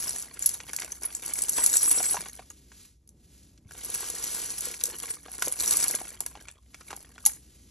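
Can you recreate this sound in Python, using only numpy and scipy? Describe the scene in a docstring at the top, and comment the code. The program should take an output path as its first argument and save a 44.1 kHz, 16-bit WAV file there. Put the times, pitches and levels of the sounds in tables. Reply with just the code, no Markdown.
"""Raking through costume jewelry

A hand rakes through a heap of costume jewelry on a padded desk mat, close to a small stereo microphone.
One effort curve drives rustling chains, rattling beads and jingling charms, as random touches ring modes.
Single pieces clink, clack, snap and chatter as decaying modes and noise bursts; the desk top knocks.
Between handfuls filtered noise hisses as the hand slides over the mat; a low hum and rush fill the room."""
import sys
import numpy as np
from scipy import signal
from scipy.fft import rfft, irfft, next_fast_len
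from scipy.io import wavfile
from scipy.ndimage import uniform_filter1d

SR = 44100
rng = np.random.default_rng(int(sys.argv[2]) if len(sys.argv) > 2 else 0)


def waveform_to_disk(signal):
    """Save audio, clipped to [-1, 1], as 16-bit WAV at the path in sys.argv[1]."""
    frames = np.transpose(np.atleast_2d(signal))
    scaled = np.clip(frames, -1, 1) * 32767
    samples = np.round(scaled).astype(np.int16)
    wavfile.write(sys.argv[1], SR, samples)


N = 339570
TIME = np.arange(N) / SR
CUTOFF_HZ = 16100
# woody mode of the desk top: pitch and 60 dB decay time
DESK_HZ, DESK_T60_S = 495.6, 0.037

# spectral density of small metal pieces: [f/Hz, level/dB per Hz]
METAL_SPECTRUM = [(300, -11), (2000, -14.5), (3400, -18.5), (4300, -15), (6500, -8), (9000, -5), (10400, 2),
                  (11300, -6.5), (12500, -16.5), (14000, -22.5), (16000, -35)]
# spectral density of plastic beads: [f/Hz, level/dB per Hz]
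BEAD_SPECTRUM = [(60, -9.5), (300, 3), (500, 2.5), (750, -2.5), (1600, -2), (2500, -3), (4000, -7.5),
                 (8000, -0.5), (16000, -81.5)]
# spectral density of fine sliding, skin on the mat or thin chains on each other: [f/Hz, level/dB per Hz]
SLIDING_SPECTRUM = [(1000, -18.5), (3000, -14), (5500, -11), (10500, -7.5), (12000, -15), (16000, -59)]
# how hard the hand stirs, one curve for each rake through the heap: [t/s, level/dB]
RAKE_EFFORTS = [
    [(0.0, -39), (0.2, -42), (0.302, -57), (0.41, -48), (0.462, -40), (0.534, -48), (0.66, -61.5)],
    [(0.66, -56), (0.758, -46), (1.1, -53), (1.37, -39), (1.48, -44), (1.6, -35), (1.88, -32), (2.152, -36),
     (2.22, -50), (2.45, -70)],
    [(3.66, -70), (3.78, -51), (3.99, -39.5), (4.17, -41), (4.28, -37), (4.396, -38), (4.57, -45),
     (4.66, -36), (4.78, -53)],
    [(4.78, -51.5), (4.86, -38), (4.99, -55), (5.07, -36), (5.18, -56), (5.3, -57)],
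    [(5.3, -55.5), (5.44, -39), (5.534, -44), (5.62, -35), (5.764, -29), (5.946, -36), (6.18, -59)],
]


def from_db(db):
    """Amplitude ratio: 20 dB is a factor of ten."""
    return 10 ** (np.asarray(db) / 20)


def rms_one(x):
    """Normalisation: the mean power becomes 1."""
    return x / np.sqrt(np.mean(x ** 2) + 1e-20)


def fade(t, t60):
    """Exponential decay: the level falls 60 dB in t60 seconds."""
    return np.exp(-np.log(1000) * t / t60)


def swell(middle_s, length_s):
    """Gaussian envelope: a smooth rise and fall of height 1."""
    return np.exp(-(2 * (TIME - middle_s) / length_s) ** 2 * 2)


def drift(rate):
    """Slow random modulation: normal values of spread 1, `rate` a second, joined by straight lines."""
    knots = rng.standard_normal(2 ** 11)
    return np.interp(TIME * rate % len(knots), np.arange(len(knots)), knots)


def butterworth(x, order, hz, kind="low"):
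    """Butterworth filter: passes one side of a corner frequency without ripple."""
    return signal.sosfilt(signal.butter(order, hz, kind, fs=SR, output="sos"), x)


def coloured(x, spectrum):
    """Minimum-phase filtering: folding the cepstrum gives a causal response with the wanted spectrum."""
    size = 2 ** 11
    table_hz, table_db = np.transpose(spectrum)
    bin_hz = np.arange(size // 2 + 1) * SR / size
    gain_db = np.interp(np.log(bin_hz + 1), np.log(table_hz), table_db)
    cepstrum = irfft(np.log(from_db(gain_db)))
    cepstrum[1:size // 2] *= 2
    cepstrum[size // 2 + 1:] = 0
    response = irfft(np.exp(rfft(cepstrum)))
    return signal.fftconvolve(x, response)[:len(x)]


def ring(clicks, hz, t60):
    """Damped resonator: a unit click sets a decaying sine of height 1 ringing."""
    radius = from_db(-60 / (t60 * SR))
    angle = 2 * np.pi * min(hz, SR * .45) / SR
    poles = [1, -2 * radius * np.cos(angle), radius * radius]
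    return signal.lfilter([0, np.sin(angle)], poles, clicks + 1e-18)


def contacts(per_s, spread_db, size):
    """Random impact process: touches of either sign, many weak and a few strong."""
    strength = from_db(spread_db * np.minimum(rng.exponential(1, size), 3.5))
    struck = rng.random(size) < per_s / SR
    return struck * strength * rng.choice([-1, 1], size)


def add(out, s, sound):
    """Superposition: mix a sound in at time s."""
    start = max(round(s * SR), 0)
    out[start:start + len(sound)] += sound[:N - start]


def background(apart_db=-20):
    """Steady hum plus broadband rush: both dip briefly, the hum and the bass least."""
    # spectral density of the rush: [f/Hz, level/dB per Hz]
    rush_spectrum = [(20, -27.5), (55, 0), (100, -6.5), (300, -11), (500, -24), (1200, -41), (16000, -61.5)]
    # middles of the brief dips: [t/s]
    dip_times = [2.98, 6.58]
    hum_hz, hum_db, rush_db = 60, -63, -59.5
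    dip_s, dip_db, bass_dip_share, bass_below_hz = 0.26, -13, 0.15, 130

    both, left, right = [rms_one(coloured(white, rush_spectrum)) for white in rng.standard_normal((3, N))]
    rush = both + from_db(apart_db) * np.array([left, right])
    bass = signal.sosfiltfilt(signal.butter(2, bass_below_hz, fs=SR, output="sos"), rush)
    hum = from_db(hum_db) * np.sqrt(2) * np.sin(2 * np.pi * hum_hz * TIME)
    dip = from_db(dip_db * sum(swell(s, dip_s) for s in dip_times))
    low = hum + from_db(rush_db) * bass
    high = from_db(rush_db) * (rush - bass)
    return dip ** bass_dip_share * low + dip * high


def stirring(smoothing_s=0.051):
    """Effort envelope in dB against a hard stir: between rakes the heap lies nearly still."""
    # light touches that nudge the last pieces: [t/s, level/dB]
    nudge_effort = [(6.19, -56.5), (6.5, -66.5), (6.6, -96), (6.934, -51), (7.1, -73.5), (7.288, -54),
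                    (7.4, -72)]
    hard_stir_db, fidget_db, fidget_per_s = -26, 1.28, 30

    curves = [np.interp(TIME, *np.transpose(rows), left=-130, right=-130)
              for rows in [*RAKE_EFFORTS, nudge_effort]]
    smooth = uniform_filter1d(np.max(curves, axis=0), int(smoothing_s * SR) + 1)
    # the fingers push unevenly
    return smooth - hard_stir_db + fidget_db * drift(fidget_per_s)


def touch_rate(level_db, scale_per_s):
    """Contact density: harder stirring sets more pieces moving at once."""
    return scale_per_s * (0.14 + from_db(.5 * (level_db - level_db.max())))


def loose_pieces(per_s, spread_db, clump_db, low_hz, high_hz, t60, tick, count):
    """Modal excitation: clumped touches tick drily and each rings its own mix of the heap's many modes."""
    clump = from_db(clump_db * np.tanh(drift(70)))
    clicks = contacts(per_s, spread_db, N) / np.sqrt(per_s) * clump
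    touches = np.flatnonzero(clicks)
    jitter_hz = rng.uniform(-.5, 0.56, count) * (high_hz - low_hz) / count
    rings = 0
    for hz in np.linspace(low_hz, high_hz, count) + jitter_hz:
        share = np.zeros(N)
        # cubed chance: most touches barely move a given mode, a few move it strongly
        share[touches] = rng.standard_normal(len(touches)) ** 3
        rings = rings + ring(clicks * share, hz, t60)
    return rms_one(rings) + tick * rms_one(clicks)


def rustle(level_db):
    """Dense impacts of small parts: chain links and seed beads slide over each other in short high rings."""
    links = loose_pieces(touch_rate(level_db, 2200), spread_db=4.3, clump_db=6.5,
                         low_hz=3870, high_hz=13560, t60=0.008, tick=0.71, count=56)
    return rms_one(coloured(links, METAL_SPECTRUM))


def rattle(level_db, desk_db):
    """Damped impacts: larger plastic beads jostle on the mat and drive the desk top's woody mode."""
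    beads = loose_pieces(touch_rate(level_db, 420), spread_db=2.5, clump_db=6,
                         low_hz=574, high_hz=4634, t60=0.021, tick=0.79, count=32)
    beads = rms_one(coloured(beads, BEAD_SPECTRUM))
    desk = rms_one(ring(beads, DESK_HZ, DESK_T60_S))
    return beads + from_db(desk_db - 15.0) * desk


def jingle(per_s=260, t60=0.036):
    """Lightly damped modes: random touches ring the charms, which take turns to be loud."""
    # ringing modes of the charms: [f/Hz, level/dB]
    charm_modes = [(5733, -12), (7025, -10.5), (7677, -2.5), (7860, -0.5), (8040, -1), (10196, 4),
                   (10632, 0), (10982, -0.5), (12177, -7)]
    spread_db, turns_db = 3, 9

    out = np.zeros(N)
    for hz, db in charm_modes:
        turn = from_db(turns_db * np.tanh(drift(25)))
        out += from_db(db) * ring(turn * contacts(per_s, spread_db, N), hz, t60)
    return rms_one(out)


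def heap():
    """Common excitation: one effort moves all; beads stir at a light touch, charms only at a hard one."""
    # what the hand meets on each rake, against the usual mix:
    # [charms level/dB, sliding chains level/dB, beads level/dB, desk level/dB]
    rake_mix = [(7.5, 3, -1, -1.5), (3.5, -9.5, 0.5, -3), (2, 7.5, -2, 7), (-15, -11, -1, 4),
                (-7, -10.5, 2, -6)]
    effort = stirring()
    rake_starts = [rows[0][0] for rows in RAKE_EFFORTS]
    rake = np.maximum(np.searchsorted(rake_starts, TIME) - 1, 0)
    more_charms_db, more_slither_db, more_beads_db, desk_db = np.array(rake_mix)[rake].T

    # level at a hard stir in the usual mix, plus the dB gained for each dB of effort
    chains_db = -24 + 0.8 * effort
    beads_db = -42.5 + 0.5 * effort + more_beads_db
    charms_db = -14 + 2.32 * effort + more_charms_db
    slither_db = -36.5 + 0.97 * effort + more_slither_db

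    chains = from_db(chains_db) * rustle(chains_db)
    beads = from_db(beads_db) * rattle(beads_db, desk_db)
    charms = from_db(charms_db) * jingle()
    slither = from_db(slither_db) * rms_one(coloured(rng.standard_normal(N), SLIDING_SPECTRUM))
    return chains + beads + charms + slither


def crack(colour, rise_s, t60):
    """High modal density: the many short-lived modes of a contact merge into a noise burst."""
    t = TIME[:SR // 5]
    # the burst swells in briefly before it decays
    envelope = fade(t, t60) * (1 - np.exp(-t / rise_s))
    burst = coloured(rng.standard_normal(len(t)) * envelope, colour)
    # the energy of 3 ms at rms 1
    return burst / np.sqrt(np.sum(burst ** 2) / (.003 * SR))


def strike(hz, colour, rise_s, ring_t60, ring_db, crack_t60, crack_db):
    """Modal impact: a crack and a cluster of modes round the pitch, of which the pitch rings longest."""
    t = TIME[:SR // 5]
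    cluster_hz = hz * rng.uniform(.87, 1.1, (6, 1))
    phases = rng.uniform(0, 2 * np.pi, (6, 1))
    cluster = np.sin(2 * np.pi * cluster_hz * t + phases).sum(0)
    modes = np.sin(2 * np.pi * hz * t) * fade(t, ring_t60) + .5 * cluster * fade(t, ring_t60 / 2)
    ringing = from_db(ring_db) * modes * (1 - np.exp(-t / rise_s))
    return from_db(crack_db) * crack(colour, rise_s, crack_t60) + ringing


def clinks(bounce_per_s=1500, bounce_db=-14, lowest_hz=4800):
    """Impact and settling: a piece strikes or a link snaps free, then its neighbours patter ever more weakly."""
    # metal and glass pieces that strike and ring: [t/s, level/dB, f/Hz]
    ringing_blows = [(0.4236, -17, 7080), (0.4595, -5, 11230), (0.9194, -20.5, 6300), (1.149, -18, 7750),
                     (1.336, -14.5, 10100), (1.4193, -13, 8170), (1.4931, -11, 10900), (1.6392, -9, 10470),
                     (1.662, -5, 9840), (1.738, -13, 7100), (1.7682, -6.5, 7750), (2.296, -34.5, 6560),
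                     (2.501, -33, 6690), (5.709, -7.5, 10200), (5.9501, -13.5, 10400), (7.252, -11.5, 6650),
                     (7.2609, -1.5, 10900)]
    # links and clasps that snap past each other, dry and without a note: [t/s, level/dB]
    dry_snaps = [(0.224, -30), (0.392, -29), (0.4914, -21), (0.732, -27.5), (0.763, -22), (1.0332, -27),
                 (1.436, -21.5), (2.028, -20.5), (3.075, -50), (3.09, -46), (3.943, -26), (4.1, -24),
                 (4.607, -25), (4.837, -15), (4.855, -22.5), (5.0, -30.5), (5.381, -33), (5.4229, -19.5),
                 (5.481, -21.5), (5.659, -22), (5.769, -13.5), (5.84, -15.5), (5.881, -18), (5.91, -21),
                 (6.2048, -21), (6.2626, -25), (6.746, -47), (6.964, -34)]
    settle_t60_s = 0.075

    blows = []
    for s, db, hz in ringing_blows:
        blow = strike(hz, METAL_SPECTRUM, rise_s=0.0033, ring_t60=0.024, ring_db=4.5,
                      crack_t60=0.0069, crack_db=-9.0)
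        blows.append((s, db, blow))
    for s, db in dry_snaps:
        blows.append((s, db, crack(METAL_SPECTRUM, rise_s=.001, t60=.01)))

    out = np.zeros(N)
    for s, db, blow in blows:
        touches = rms_one(coloured(contacts(bounce_per_s, 7, len(blow)), METAL_SPECTRUM))
        patter = touches * fade(TIME[:len(blow)], settle_t60_s)
        add(out, s, from_db(db) * (blow + from_db(bounce_db) * patter))
    # such small pieces radiate little bass
    return butterworth(out, 2, lowest_hz, "high")


def clacks(rebound_s=.006, rebound_db=-7, lowest_share=0.4, highest_share=3.8, ring_cycles=32):
    """Size sets pitch: beads knock hollowly with a quick rebound, and the hand lands softly."""
    # beads that knock together or on the mat, the larger the lower: [t/s, level/dB, f/Hz]
    bead_knocks = [(0.492, -45, 4450), (0.602, -36, 2440), (0.693, -41, 2150), (0.734, -36.5, 1680),
                   (0.787, -33.5, 2260), (0.82, -32.5, 2150), (0.877, -46, 1480), (1.04, -38.5, 2250),
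                   (1.583, -26.5, 980), (2.004, -33, 750), (2.143, -29.5, 810), (2.168, -30, 995),
                   (2.258, -40, 1490), (2.393, -41.5, 737), (2.505, -47.5, 1190), (2.7177, -48.5, 1550),
                   (3.5765, -56, 4460), (3.71, -45.5, 1630), (4.7407, -39, 2560), (4.81, -34, 4030),
                   (5.037, -40.5, 1090), (5.282, -42, 776), (5.422, -24.5, 1470), (5.473, -32.5, 510),
                   (6.205, -38, 820), (6.262, -37, 1710), (6.353, -41, 833), (6.484, -38, 2450),
                   (6.744, -41.5, 2280), (6.809, -42.5, 1360), (6.905, -34.5, 1260), (6.929, -34.5, 790),
                   (7.18, -44.5, 1470), (7.262, -31, 860)]
    # the hand comes down on the mat: [t/s, level/dB, f/Hz]
    hand_landings = [(2.187, -32.5, 180), (3.656, -32.5, 103)]

    out, t = np.zeros(N), TIME[:SR // 5]
    for s, db, hz in bead_knocks:
        rebound = (rebound_s * rng.uniform(.6, 1.6), rebound_db)
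        for late_s, loss_db in ((0, 0), rebound):
            blow = strike(hz, BEAD_SPECTRUM, rise_s=0.00023, ring_t60=ring_cycles / hz, ring_db=1,
                          crack_t60=0.019, crack_db=1)
            # a small bead radiates little bass, a large one little treble
            blow = butterworth(blow, 2, lowest_share * hz, "high")
            blow = butterworth(blow, 1, min(highest_share * hz, CUTOFF_HZ))
            add(out, s + late_s, from_db(db + loss_db) * blow)
    for s, db, hz in hand_landings:
        envelope = fade(t, 0.051) * (1 - fade(t, 0.03))
        add(out, s, from_db(db) * np.sin(2 * np.pi * hz * t) * envelope)
    return out


def chatters(touches_per_s=2500):
    """Repeated impacts: a run of tiny touches swells and dies, and keeps one high mode of a charm ringing."""
    # a small bell-like charm chatters against its neighbour: [t/s, peak level/dB, f/Hz]
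    charm_runs = [(1.049, -15.5, 10340), (1.826, -10.5, 10700), (1.874, -22.5, 8100), (1.909, -7.5, 10390),
                  (1.98, -21.5, 5690), (2.106, -13, 10360), (5.099, -20, 8980)]
    liveliest_s, ring_t60_s = 0.0065, 0.016

    out, t = np.zeros(N), TIME[:SR // 8]
    run = (t / liveliest_s) ** 2 * np.exp(-2 * t / liveliest_s)
    for s, db, hz in charm_runs:
        note = ring(run * contacts(touches_per_s, 1.6, len(t)), hz, ring_t60_s)
        add(out, s, from_db(db) * note / np.abs(note).max())
    return out


def slides(lowest_hz=1500, catch_db=2.0):
    """Friction noise: skin hisses thinly on the mat, louder the faster it moves, and catches on its grain."""
    # strokes of the hand over the mat, fastest in the middle: [middle t/s, length t/s, level/dB]
    strokes = [(2.5, 0.55, -60), (2.804, 0.27, -53.5), (3.386, 0.43, -60), (6.815, 0.42, -62),
               (7.56, 1, -60)]
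    still_hiss_db = -80   # what remains when the hand rests

    speed = sum(from_db(db) * swell(s, length) for s, length, db in strokes) + from_db(still_hiss_db)
    hiss = butterworth(coloured(rng.standard_normal(N), SLIDING_SPECTRUM), 1, lowest_hz, "high")
    return speed * from_db(catch_db * drift(150)) * rms_one(hiss)


def knocks():
    """Plate mode: pieces pressed against the desk top make it give its woody note under the mat."""
    # knocks of the desk top: [t/s, level/dB]
    desk_knocks = [(4.671, -34), (4.837, -35.5), (4.884, -36)]

    out, t = np.zeros(N), TIME[:SR // 5]
    note = np.sin(2 * np.pi * DESK_HZ * t) * fade(t, DESK_T60_S) * (1 - fade(t, 0.0044))
    for s, db in desk_knocks:
        add(out, s, from_db(db) * note)
    return out


def room(x, tail_t60_s=0.28, early_db=-13.0, tail_db=-18):
    """Reflection: early sound reaches both ports alike; scatter and the diffuse tail differ side to side."""
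    # scattered sound that reaches each port separately: [f/Hz, level/dB against the direct sound]
    scatter_spectrum = [(250, -17), (700, -12), (1500, -16), (3000, -7), (6500, -12)]

    t = TIME[:SR // 3]
    # the desk and nearby things answer after 1 ms, the room after 4 ms
    early = rng.standard_normal(len(t)) * fade(t, .16) * (t > .001)
    scatter = rms_one(rng.standard_normal((2, len(t))) * fade(t, .02))
    tail = rng.standard_normal((2, len(t))) * fade(t, tail_t60_s) * (t > .004)
    response = from_db(early_db) * rms_one(early) + from_db(tail_db) * rms_one(tail)
    response = response + np.array([coloured(side, scatter_spectrum) for side in scatter])
    return x + signal.fftconvolve(x[None], response / np.sqrt(len(t)), axes=1)[:, :N]


def scene():
    """Superposition: the heap and its single blows in the room, the sliding hand and the background."""
    jewelry = heap() + clinks() + clacks() + chatters() + knocks()
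    return background() + room(jewelry) + slides()


def record(dry, treble_hz=13200):
    """Phase lag, soft limiting and roll-off: the right port lags in the treble, peaks round, the top is cut."""
    # phase by which the left port leads: [f/Hz, phase/rad]
    port_phase = [(2000, 0), (4700, 1.0), (4950, 5.3), (5800, 6.2), (8350, 8.9), (9600, 9.7), (16000, 15.9)]
    ceiling = .85   # of full scale

    size = next_fast_len(N + SR // 2, real=True) // 2 * 2
    bin_hz = np.arange(size // 2 + 1) * SR / size
    lag = np.interp(bin_hz, *np.transpose(port_phase))
    right = irfft(rfft(dry[1], size) * np.exp(-1j * lag), size)[:N]
    rounded = ceiling * np.tanh(np.array([dry[0], right]) / ceiling)
    heard = butterworth(rounded, 4, treble_hz)
    return signal.sosfilt(signal.ellip(10, .1, 80, CUTOFF_HZ, fs=SR, output="sos"), heard)


dry = scene()
out = record(dry)
waveform_to_disk(out)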